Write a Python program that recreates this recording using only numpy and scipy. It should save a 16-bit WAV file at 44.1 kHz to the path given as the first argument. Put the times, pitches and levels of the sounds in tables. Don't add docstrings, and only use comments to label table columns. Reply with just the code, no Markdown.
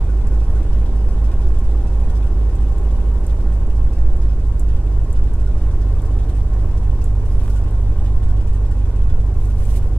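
import sys
import numpy as np
from scipy import signal
from scipy.fft import rfft, irfft, next_fast_len
from scipy.io import wavfile
from scipy.ndimage import uniform_filter1d, map_coordinates

SR = 44100
rng = np.random.default_rng(int(sys.argv[2]) if len(sys.argv) > 2 else 0)


def master_out(mix):
    frames = np.transpose(np.atleast_2d(mix))
    ceiling = np.clip(frames, -1, 1)
    pcm = np.round(ceiling * 32767).astype(np.int16)
    wavfile.write(sys.argv[1], SR, pcm)


N = 440118


def amp(db):
    return 10 ** (np.asarray(db) / 20)


def unit(x):
    return x / np.sqrt(np.mean(x ** 2) + 1e-20)


def along(points, hz):
    f, v = np.transpose(points)
    return np.interp(np.log(hz + 1), np.log(f + 1), v)


def curves(rows):
    s, *cols = np.transpose(rows)
    return [np.interp(np.arange(N) / SR, s, c) for c in cols]


def wobble(rate_hz, size=1):
    knots = rng.standard_normal(int(N * 40 / SR) + 4)
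    coarse = np.arange(0, N + 64, 64)
    curve = map_coordinates(knots, [coarse * min(rate_hz, 40) / SR])
    return np.interp(np.arange(0, N, size), coarse, curve)


def filtered(x, response):
    edge = 4096
    x = np.pad(x, [(0, 0)] * (x.ndim - 1) + [(edge, edge)], mode="reflect")
    m = next_fast_len(x.shape[-1])
    spectrum = rfft(x, m) * response(np.fft.rfftfreq(m, 1 / SR))
    return irfft(spectrum, m)[..., edge:edge + N]


def modes(table):
    def response(f):
        total = 0
        for k, (center, width, db) in enumerate(table):
            resonance = 1j * f * width / (center * center - f * f + 1j * f * width)
            total = total + (-1) ** k * amp(db) * resonance
        return total
    return response


# (frequency [Hz], correlation [-1..1])
LIKENESS = [(130, 0.99), (300, 1), (640, 0.95), (1400, 0.9), (2500, 0.31), (6000, 0.34), (15000, 0.24)]


def rush(gain, noise=None):
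    def mid_side_gain(hz):
        turn = np.arccos(np.clip(along(LIKENESS, hz), -1, 1)) / 2
        return gain(hz) * [np.cos(turn), np.sin(turn)]
    noise = rng.standard_normal((2, N)) if noise is None else noise
    mid, side = filtered(noise, mid_side_gain)
    return unit(np.array([mid + side, mid - side]))


# (time [s], rate [beats/s])
BEAT_RATE = [(0, 52.42), (1.4, 52.503), (2, 52.835), (3.3, 52.336), (5, 50.744), (7.3, 49.49),
             (8.6, 49.223), (10, 49.698)]
START_BEAT = -.43


def engine_beats():
    speed_hz = curves(BEAT_RATE)[0]
    return START_BEAT + np.cumsum(speed_hz) / SR, speed_hz


FIRES = [0, 1, 1, 0, 1, 1, 1, 1, 1, 0, 1, 1]
PAIR_BEATS, CYCLE_BEATS = len(FIRES), 6
# (frequency [Hz], rms level per unit pattern weight [dB])
MISSING_FIRING = [(17, -34), (21, -43), (26, -38), (31, -32.5), (44, -32), (50, -35), (63, -32),
                  (68, -40.5), (75, -42), (85, -48), (100, -49)]
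# (frequency [Hz], rms level [dB])
BEAT_ORDERS = [(49, -19), (53, -18), (99, -25), (105, -34), (148, -42), (154, -39), (158, -42), (198, -44),
               (210, -46), (250, -53), (262, -59), (298, -52), (315, -56), (348, -59), (367, -52),
               (395, -54), (420, -53), (470, -58), (545, -65), (592, -58), (630, -61), (650, -63),
               (690, -69), (735, -62), (745, -55), (756, -58), (770, -64), (788, -55)]
# (frequency [Hz], rms level [dB])
HALF_ORDERS = [(74, -27), (79, -31), (124, -44), (131, -43), (173, -59), (184, -53), (222, -60), (236, -52)]
EFFORT_DB_PER_HZ, REFERENCE_HZ = .6, 51


def throb(beat, speed_hz):
    step = 8
    beat, speed_hz = beat[::step], speed_hz[::step]
    effort_db = EFFORT_DB_PER_HZ * (speed_hz - REFERENCE_HZ)
    pattern = np.fft.fft(FIRES).real
    orders = [k for k in range(4, 24) if k % PAIR_BEATS]
    orders += [30, 42, 54] + [PAIR_BEATS * k for k in range(1, 16)]
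    out = np.zeros(len(beat))
    for order in orders:
        multiple, place = order / PAIR_BEATS, order % PAIR_BEATS
        hz = multiple * speed_hz
        if place == 0:
            steady = amp(along(BEAT_ORDERS, hz))
        elif place == PAIR_BEATS // 2 and multiple > 1:
            steady = amp(along(HALF_ORDERS, hz))
        else:
            steady = pattern[place] * amp(along(MISSING_FIRING, hz) + effort_db)
        level = steady * amp(.4 * np.sqrt(multiple) * wobble(2.5, size=step))
        trail_rad = .45 * (multiple - 1) ** 2 if multiple % 1 == 0 else 3.5 / order
        lag_rad = trail_rad + .03 * multiple * wobble(3, size=step)
        out += np.sqrt(2) * level * np.cos(2 * np.pi * multiple * beat - lag_rad)
    return signal.resample_poly(out, step, 1, padtype="line")[:N]


CATCHES = [1, 3, 5, 6, 8, 10, 12, 14, 15, 17, 19, 21, 23, 25, 26, 27, 30, 32, 33, 35, 37, 39, 40, 42, 43,
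           45, 47, 50, 53, 56, 59, 61, 64, 66, 67, 69, 71, 73, 76, 78, 80, 82, 84]
# (cycle index [engine cycles], level relative to a full catch [dB])
PARTIAL_CATCHES = [(5, -11), (14, -10), (26, -9), (32, -3), (39, -7), (42, -3), (66, -2)]
LAZY_BEAT = 3
CATCH_DB = -8.3


def unevenness(beat, speed_hz):
    push = rng.standard_normal(600)[np.round(beat).astype(int)] * np.cos(np.pi * beat) ** 2
    pushes = amp(-36) * unit(filtered(push, lambda hz: hz ** 2 / (hz ** 2 + 30 ** 2)))
    at = np.searchsorted(beat, LAZY_BEAT + CYCLE_BEATS * np.array(CATCHES))
    partial_db = np.array([dict(PARTIAL_CATCHES).get(k, 0) for k in CATCHES])
    effort_db = EFFORT_DB_PER_HZ * (speed_hz[at] - REFERENCE_HZ)
    impulses = np.bincount(at, amp(CATCH_DB + effort_db + partial_db), N)
    t = np.arange(-.04, .04, 1 / SR)
    thump = np.exp(-(t / .0123) ** 2) * np.cos(2 * np.pi * 48 * t - .5)
    return pushes + signal.fftconvolve(impulses, thump, "same")


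# (frequency [Hz], share [0..1])
RETURN_SHARE = [(40, 0), (90, .45), (140, .5), (200, .4), (400, .4), (560, .27), (800, .13), (1100, .1),
                (1800, 0)]
RENEW_S = 3


def returning(beat):
    cells = 2048
    pairs, age = beat / PAIR_BEATS, np.arange(N) / SR / RENEW_S
    patterns = rng.standard_normal((2, int(age[-1]) + 2, cells))
    cell, old = (pairs % 1 * cells).astype(int), age.astype(int)
    turn = np.pi / 2 * (age % 1)
    again = np.cos(turn) * patterns[:, old, cell] + np.sin(turn) * patterns[:, old + 1, cell]
    again = again * np.sqrt(cells * (pairs[-1] - pairs[0]) / N)
    repeated = filtered(again, lambda hz: np.sqrt(along(RETURN_SHARE, hz)))
    fresh = rng.standard_normal((2, N))
    return repeated + filtered(fresh, lambda hz: np.sqrt(1 - along(RETURN_SHARE, hz)))


# (time [s], level [dB])
ROAR_LEVEL = [(0, -36.5), (3.45, -36.5), (3.85, -38.5), (5, -38.5), (6.1, -36.5), (6.9, -38), (7.6, -37),
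              (9.2, -38.5)]
# (frequency [Hz], relative density [dB per Hz])
WASH_SPECTRUM = [(3, -11), (8, 2), (12, -1), (20, -22.5), (45, -23), (70, -26), (95, -19), (117, -31),
                 (140, -27), (170, -34), (200, -30), (260, -31.5), (400, -33), (680, -42), (1000, -46),
                 (1250, -52), (2000, -59.5)]
# (center [Hz], width [Hz], relative density [dB])
PANEL_MODES = [(607, 30, -1.5), (726, 30, -4.5), (814, 18.5, 1.5), (951, 7.4, 2.5), (1048, 20.4, -3),
               (1072, 9.7, 1), (1125, 13.4, -10.5), (1472, 30, -13.5)]
# (center [Hz], width [Hz], relative level [dB])
CABIN_MODES = [(151.4, 19, 4), (207.8, 9.5, 4.5), (294, 15, -3.5), (368, 25, -2)]


def roar_swing_db():
    roar_db = curves(ROAR_LEVEL)[0]
    return roar_db - roar_db.mean()


def roar(beat):
    level = amp(curves(ROAR_LEVEL)[0] + 0.63 * wobble(9))
    swell_db = 1.35 * np.cos(2 * np.pi * (beat - .6))
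    swell_db += 1.22 * np.cos(2 * np.pi * (beat - .9) / 3)
    swell_db += 0.22 * np.cos(2 * np.pi * (beat - .9) / CYCLE_BEATS)
    body_spectrum = WASH_SPECTRUM + [(4000, -79), (16000, -110)]

    def low(hz):
        return 1 / (1 + (hz / 130) ** 6)

    def boom_gain(hz):
        return modes(CABIN_MODES)(hz) * hz ** 2 / (hz ** 2 + 120 ** 2)

    wash = rush(lambda hz: amp(along(WASH_SPECTRUM, hz)) * np.sqrt(low(hz)), returning(beat))
    body = rush(lambda hz: amp(along(body_spectrum, hz)) * np.sqrt(1 - low(hz)), returning(beat))
    drive = returning(beat)
    hum = np.zeros((2, N))
    for mode in PANEL_MODES:
        _, width_hz, db = mode
        hum += amp(db + 0.97 * wobble(4)) * np.sqrt(width_hz) * rush(modes([mode]), drive)
    hum = unit(hum)
    boom = rush(boom_gain, drive)
    swelling = amp(swell_db) * (amp(0.01) * body + amp(-11.5) * hum)
    return amp(-19.0) * wash + level * (amp(-7.0) * boom + swelling)


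# (place [beats], nominal strength [dB])
JOLTS = [(1.7, 19.5), (4.6, 17), (5.4, 8), (8.5, 15), (10.6, 11.5)]


def jolts(beat):
    stir_db = np.zeros(N)
    for at, db in JOLTS:
        chance = rng.uniform(.4, 1.4, 64)[((beat - at) // PAIR_BEATS).astype(int) + 2]
        stir_db += db * chance * np.exp(-((beat - at) % PAIR_BEATS) / 1.17)
    return uniform_filter1d(stir_db, size=350)


# (frequency [Hz], relative density [dB per Hz])
SIZZLE_SPECTRUM = [(880, -27), (1500, -15), (1550, -26), (2020, -11), (3610, -11), (4100, -12.5),
                   (6980, -11), (8590, -12.5), (14600, -27), (15800, -42)]
# (center [Hz], width [Hz], relative level [dB])
TRIM_MODES = [(1446, 57, -5.5), (1815, 62, -10), (2463, 55, -12.5), (2630, 80, -12), (2930, 210, -11.5),
              (3500, 500, -8.5), (5110, 710, -10.5), (7560, 300, -29), (8400, 280, -15.5)]
BUZZ_DB, BUZZ_FOLLOWS = -59, 0.74


def buzz(beat):
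    level = amp(BUZZ_DB + BUZZ_FOLLOWS * roar_swing_db())
    stir_db = jolts(beat)

    def high(hz):
        return 0.26 / (1 + (4500 / (hz + 1)) ** 4) / (1 + (hz / 11500) ** 4)

    sizzle = rush(lambda hz: amp(along(SIZZLE_SPECTRUM, hz)))
    sizzle = sizzle + (amp(stir_db) - 1) * filtered(sizzle, high)
    chatter = np.zeros((2, N))
    for mode in TRIM_MODES:
        bursts = amp(.5 * stir_db + 8.7 * np.tanh(wobble(30)))
        chatter += amp(mode[2]) * bursts * rush(modes([mode]))
    return level * (sizzle + amp(-3.5) * chatter)


# (place [beats], impulse level [dB])
BLOWS = [(1.7, 10), (4.4, 16), (6.4, 9), (7.4, 13), (8.8, 10), (10.6, 16)]
# (center [Hz], width [Hz], level [dB])
FLOOR_MODES = [(205, 22, 0), (290, 25, -4), (375, 35, -6), (560, 70, -15)]
BLOW_SCATTER_DB, BLOW_SCATTER_BEATS = 2, .02


def barks(beat):
    at, db = np.transpose(BLOWS)
    starts = PAIR_BEATS * np.arange(beat[-1] // PAIR_BEATS)[:, None]
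    chance = rng.standard_normal((2, len(starts), len(at)))
    where = np.searchsorted(beat, starts + at + BLOW_SCATTER_BEATS * chance[0])
    strength = amp(db + BLOW_SCATTER_DB * chance[1])
    blows = np.bincount(where.ravel(), strength.ravel(), N)[:N]

    def floor_gain(hz):
        return modes(FLOOR_MODES)(hz) * (1j * hz / (170 + 1j * hz)) ** 2

    return filtered(blows * amp(roar_swing_db()), floor_gain)


# (time [s], level [dB], brightness [dB per octave])
TICK_EVENTS = [(0.0440, -46, -5), (0.2706, -40, -9), (0.5021, -42, -9), (1.5885, -37, -6),
               (1.8704, -45, -6), (2.1014, -44, -6), (2.5544, -38.5, -6), (2.7819, -38, -8),
               (3.267, -32, -2), (3.669, -43, 1), (4.1657, -43, -7), (4.5952, -33, -1), (4.596, -30, -20),
               (5.129, -34, 0), (5.3368, -36.5, -5), (5.619, -41, -14), (6.02, -38.5, 0), (6.2939, -44, 1),
               (7.042, -30, 2), (7.2568, -43, -8), (7.7092, -42, -5), (8.227, -46, -6), (8.7128, -40, -6),
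               (9.4567, -42, -3), (9.6538, -36, -6), (9.7595, -39, 5), (9.764, -40, 10)]
# (frequency [Hz], level [dB], t60 [s])
TICK_RING = [(6500, -8, .005), (7300, -3, .006), (8100, 0, .006), (8900, 0, .005), (10100, -7, .004),
             (11500, -4, .005), (13400, -7, .004), (14800, -12, .003)]
TICK_MIDDLE_HZ = 8100
RATTLE_DB, RATTLE_T60_S, RATTLE_HZ, RATTLE_WIDTH_HZ = -7, .09, 8000, 4000


def ticks():
    ring, rattle = np.zeros((2, N + SR)), np.zeros((2, N + SR))
    t = np.arange(SR // 10) / SR
    attack = 1 - np.exp(-t / 0.00025)
    for s, db, bright in TICK_EVENTS:
        span = slice(round(s * SR), round(s * SR) + len(t))
        for hz, level_db, t60_s in TICK_RING:
            phase = rng.uniform(0, 2 * np.pi) + rng.normal(0, .9, (2, 1))
            tilt_db = bright * np.log2(hz / TICK_MIDDLE_HZ) + rng.normal(0, 1.8)
            fade = amp(db + level_db + tilt_db - 60 * t / t60_s) * attack
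            ring[:, span] += fade * np.sin(2 * np.pi * hz * t + phase)
        decay = amp(db + RATTLE_DB - 60 * t / RATTLE_T60_S)
        rattle[:, span] += decay * rng.standard_normal((2, len(t)))
    band = modes([(RATTLE_HZ, RATTLE_WIDTH_HZ, 0)])
    return ring[:, :N] + filtered(rattle[:, :N], lambda hz: band(hz) ** 2)


# (start [s], swell [s], release [s], level [dB])
STROKES = [(7.21, 0.26, 0.1, -52.5), (9.32, .08, 0.079, -51.5), (9.52, 0.185, .025, -45.5),
           (9.72, .04, 0.2, -56)]
# (frequency [Hz], relative density [dB per Hz])
NYLON_SPECTRUM = [(1470, -36), (2100, -4), (3150, -9), (4500, -9), (8730, -6), (15100, -15), (15800, -17)]
GRIP_S, GRIP_SHARE = 0.069, 0.45


def jacket():
    t = np.arange(N) / SR
    stroke = np.zeros(N)
    for s, swell_s, release_s, db in STROKES:
        corners_s = np.cumsum([s, GRIP_S, swell_s, release_s])
        stroke += amp(db) * np.interp(t, corners_s, [0, GRIP_SHARE, 1, 0])
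    grains_db = rng.exponential(1.2, N // 64 + 1).repeat(64)[:N]
    grain = amp(1.5 * wobble(40) + uniform_filter1d(grains_db, size=40) - 2.5)
    return stroke * grain * rush(lambda hz: amp(along(NYLON_SPECTRUM, hz)))


# (time [s], impulse level [dB])
KNOB_TOUCHES = [(7.4596, -37), (7.4802, -33)]
# (center [Hz], width [Hz], level [dB])
KNOB_MODES = [(1050, 500, 31), (1600, 700, 27), (2600, 1000, 21), (3500, 900, 14)]


def knob():
    s, db = np.transpose(KNOB_TOUCHES)
    return filtered(np.bincount((s * SR).astype(int), amp(db), N), modes(KNOB_MODES))


def scene():
    beat, speed_hz = engine_beats()
    engine = throb(beat, speed_hz) + unevenness(beat, speed_hz)
    airframe = roar(beat) + buzz(beat) + barks(beat)
    return engine + airframe + ticks() + jacket() + knob()


# (frequency [Hz], left minus right [dB])
PORT_LEAN = [(30, -1.3), (60, -2.1), (180, -2.5), (550, -1), (1650, -1.3), (4970, -1), (15000, 1.5)]
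LEAD_S = 4 / SR
TOP_HZ = 15780


def record(dry):
    side = np.array([[.5], [-.5]])

    def port_gain(hz):
        lead_s = LEAD_S / (1 + (2200 / (hz + 1)) ** 4)
        return amp(side * along(PORT_LEAN, hz)) * np.exp(2j * np.pi * hz * side * lead_s)

    ports = filtered(dry, port_gain)
    ports = ports / (1 + np.abs(ports / 0.86) ** 5) ** (1 / 5)
    from_end = np.minimum(np.arange(N), np.arange(N)[::-1])
    fade = np.minimum(1, from_end / (.008 * SR))
    return filtered(ports * fade, lambda hz: hz < TOP_HZ)


dry = scene()
out = record(dry)
master_out(out)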